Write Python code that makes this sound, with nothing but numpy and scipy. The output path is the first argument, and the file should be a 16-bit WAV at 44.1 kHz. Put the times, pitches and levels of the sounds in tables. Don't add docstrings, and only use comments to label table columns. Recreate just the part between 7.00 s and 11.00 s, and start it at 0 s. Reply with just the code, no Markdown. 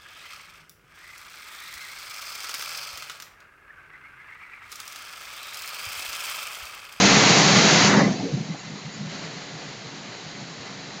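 import sys
import numpy as np
from scipy import signal
from scipy.fft import rfft, irfft
from scipy.io import wavfile
from scipy.ndimage import uniform_filter1d

SR = 44100
rng = np.random.default_rng(int(sys.argv[2]) if len(sys.argv) > 2 else 0)


def waveform_to_disk(signal):
    frames = np.transpose(np.atleast_2d(signal))
    scaled = np.clip(frames, -1, 1) * 32767
    samples = np.round(scaled).astype(np.int16)
    wavfile.write(sys.argv[1], SR, samples)


N = 176400
T = np.arange(N) / SR
BIN_HZ = np.maximum(np.arange(N // 2 + 1) * SR / N, 1)

# f/Hz, bandwidth/Hz, level/dB
STEEL_MODES = [(274, 14, -35.5), (729, 30, -39.5), (1145, 5, -48), (1215, 14, -46.5), (1485, 12, -44),
               (2040, 55, -35.5), (2316, 69, -52.5), (3155, 17, -46.5), (3650, 11, -56), (3950, 31, -39),
               (4036, 18, -39.5), (4030, 10, -40.5), (4430, 17, -47), (4620, 16, -50), (6200, 30, -50)]
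# f/Hz, bandwidth/Hz, relative level/dB
FRAME_MODES = [(126.9, 22, -5), (160.2, 31.2, 1), (196.8, 23.3, 1)]
# t/s, relative level/dB
LOOM_THUDS = [(.05, 3.5), (.17, 2.5), (.24, -20), (.31, 0.5), (.39, -1), (.49, -2), (.57, 4), (.65, 0),
              (.75, -8), (.845, 4.5), (.97, -3), (1.02, -8.5), (1.15, -0.5), (1.25, -2), (1.35, 5),
              (1.41, 5.5), (1.51, 1), (1.74, 2.5), (1.87, 5), (2.02, 4), (2.07, 3.5), (2.15, -8),
              (2.26, -1), (2.366, 3.5), (2.55, 6.5), (2.69, -2), (2.77, -5), (2.87, 1), (3.085, 2),
              (3.27, 3.5), (3.36, 1.5), (3.42, 5.5), (3.612, 0), (3.72, -0.5), (3.79, 0), (3.88, -3),
              (3.97, -2.5)]
# f/Hz, relative level/dB
CLATTER_SPECTRUM = [(25, -21), (45, -17.5), (68, -29.5), (90, -19), (120, -4), (200, 0.5), (300, 0),
                    (430, 0), (540, -2.5), (720, -1.5), (1000, -4), (1600, -5.5), (2100, -4), (2800, -6.5),
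                    (3500, -8.5), (4050, -6), (4600, -5.5), (5000, -8.5), (5750, -8.5), (6400, -6.5),
                    (7000, -9.5)]
# f/Hz, start t/s, time constant/s, attenuation/dB
SUPPRESSOR_BANDS = [(50, 1.04, .3, 18.5), (110, 0.91, .36, 21), (171, 1.15, 0.28, 22.5),
                    (398, 1.024, 0.2, 23.5), (773, 0.97, .17, 24), (1100, 0.997, 0.09, 24),
                    (1920, 1.017, 0.072, 23), (2380, 0.84, 0.21, 24.5), (4400, 0.86, 0.18, 22.5),
                    (6260, 0.84, 0.26, 27), (7000, 0.86, 0.18, 24)]
# t/s, half duration/s, f/Hz, half width/octaves, gain/dB
BAND_SWELLS = [(0.934, 0.023, 1000, 0.74, 0), (1.0, 0.072, 252, 0.51, 6), (1.04, 0.034, 2070, 0.095, 8),
               (1.116, 0.02, 620, 0.26, 11), (1.19, 0.036, 250, 0.93, -4.5), (1.21, 0.03, 730, 0.12, 15.5),
               (1.28, 0.048, 390, .35, 11.5), (1.42, 0.22, 202, 0.94, 4), (1.48, 0.028, 189, 0.5, 2.5),
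               (1.526, 0.033, 200, 0.34, 12.5), (1.553, 0.01, 690, 0.86, 7.5), (1.62, .04, 169, 0.9, -6),
               (1.6, 0.021, 7100, 0.086, 10), (1.73, .04, 176, 0.72, 12), (1.788, 0.013, 1070, 0.38, 9),
               (1.797, 0.015, 6700, .08, 8), (1.87, 0.011, 170, .6, 6.5), (1.943, 0.02, 6960, .05, 11),
               (2.003, 0.077, 174, 0.49, 11.5), (2.6, 0.041, 720, 0.32, 4.5), (3.677, 0.024, 1400, 1.1, 3)]
# f/Hz, gain/dB
PHONE_RESPONSE = [(6950, 1.5), (7300, -4.5), (7700, -13.5), (7980, -50), (8250, -23), (8550, -24),
                  (9000, -41.5)]


def amplitude(db):
    return 10 ** (np.asarray(db) / 20)


def at_level(x, db):
    return x * amplitude(db) / np.sqrt(np.mean(x ** 2))


def interpolate(hz, table, column=1):
    rows = np.array(table)
    return np.interp(np.log(hz), np.log(rows[:, 0]), rows[:, column])


def colour(x, table):
    return irfft(rfft(x) * amplitude(interpolate(BIN_HZ, table)), N)


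def resonance(hz, bandwidth):
    response = 1 / (1 + 1j * (BIN_HZ / hz - hz / BIN_HZ) * hz / bandwidth)
    return at_level(irfft(rfft(rng.standard_normal(N)) * response ** 2, N), 0)


def modal_sum(modes):
    return sum(amplitude(db) * resonance(hz, bandwidth) for hz, bandwidth, db in modes)


def flutter(rate_hz):
    hold = int(SR / rate_hz)
    steps = rng.standard_normal(N)[np.arange(N) // hold]
    return at_level(uniform_filter1d(uniform_filter1d(steps, hold), hold), 0)


def steel_ringing():
    return modal_sum(STEEL_MODES)


def thud_force(sigma_s=0.018):
    return sum(amplitude(db) * np.exp(-0.5 * ((T - when) / sigma_s) ** 2) for when, db in LOOM_THUDS)


def loom_frame(force, drone_db=-27, thud_db=-28):
    drone, boom = modal_sum(FRAME_MODES), modal_sum(FRAME_MODES)
    envelope = uniform_filter1d(np.abs(signal.hilbert(boom)), size=500)
    return at_level(drone, drone_db) + at_level(boom / envelope * force, thud_db)


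def loom_clatter(force, clicks_per_s=900, hall_t60_s=0.76, flutter_db=0.37):
    clicks = (rng.random(N) < clicks_per_s / SR) * rng.standard_normal(N)
    hall_response = rng.standard_normal(N) * np.exp(-np.log(1000) * T / hall_t60_s)
    reverberation = irfft(rfft(clicks) * rfft(hall_response), N)
    far_looms = rng.standard_normal(N)
    din = far_looms + at_level(reverberation, db=-9.5) + at_level(clicks, db=-10)
    din = colour(din, CLATTER_SPECTRUM) * amplitude(flutter_db * flutter(rate_hz=30.52))
    beat = 1 + 0.031 * force
    return at_level(din * beat, db=-14.5)


def scene():
    force = thud_force()
    return np.tile(loom_clatter(force) + steel_ringing() + loom_frame(force), (2, 1))


def short_time_spectrum(x):
    hz, t, spectra = signal.stft(x, SR, nperseg=1024, noverlap=768)
    return np.maximum(hz, 1)[:, None], t, spectra


def resynthesize(spectra, gain_db):
    return signal.istft(spectra * amplitude(gain_db), SR, nperseg=1024, noverlap=768)[1][:N]


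def noise_suppressor(x, settle_s=2.085, ramp_s=0.033, rebound_s=0.31, extra_cut_db=1):
    hz, t, spectra = short_time_spectrum(x)
    power = uniform_filter1d(np.abs(spectra) ** 2, size=3, axis=0)
    power = uniform_filter1d(power, size=5, axis=1) + 1e-18
    excess_db = 10 * np.log10(np.abs(power / power.mean(axis=1, keepdims=True)))
    start_s, lag_s, depth_db = (interpolate(hz, SUPPRESSOR_BANDS, column) for column in (1, 2, 3))
    cut_progress = 1 - np.exp(-(np.maximum(t - start_s, 0) / lag_s) ** 1.17)
    settled = np.clip((t - settle_s) / ramp_s, 0, 1)
    leak = 2 * np.sqrt(cut_progress) * (1 - cut_progress) + 0.17 * cut_progress
    warble_db = leak * excess_db - extra_cut_db * cut_progress
    rebound_db = 3.5 * np.exp(-((t - settle_s) / rebound_s) ** 2)
    gain_db = -depth_db * cut_progress + (1 - settled) * warble_db + settled * rebound_db
    return resynthesize(spectra, np.minimum(gain_db, 0))


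def band_swells(x):
    hz, t, spectra = short_time_spectrum(x)
    gain_db = 0
    for when, half_s, centre_hz, octaves, db in BAND_SWELLS:
        band = np.exp(-0.5 * (np.log2(hz / centre_hz) / octaves) ** 2)
        gain_db += db * band * np.exp(-((t - when) / half_s) ** 2)
    return resynthesize(spectra, gain_db)


def record(dry, cutoff_hz=9100):
    suppressed = noise_suppressor(dry.mean(axis=0))
    mono = colour(band_swells(suppressed), PHONE_RESPONSE)
    lowpass = signal.ellip(8, 0.2, 80, cutoff_hz, fs=SR, output="sos")
    return np.tile(signal.sosfilt(lowpass, mono), (2, 1))


dry = scene()
out = record(dry)
waveform_to_disk(out)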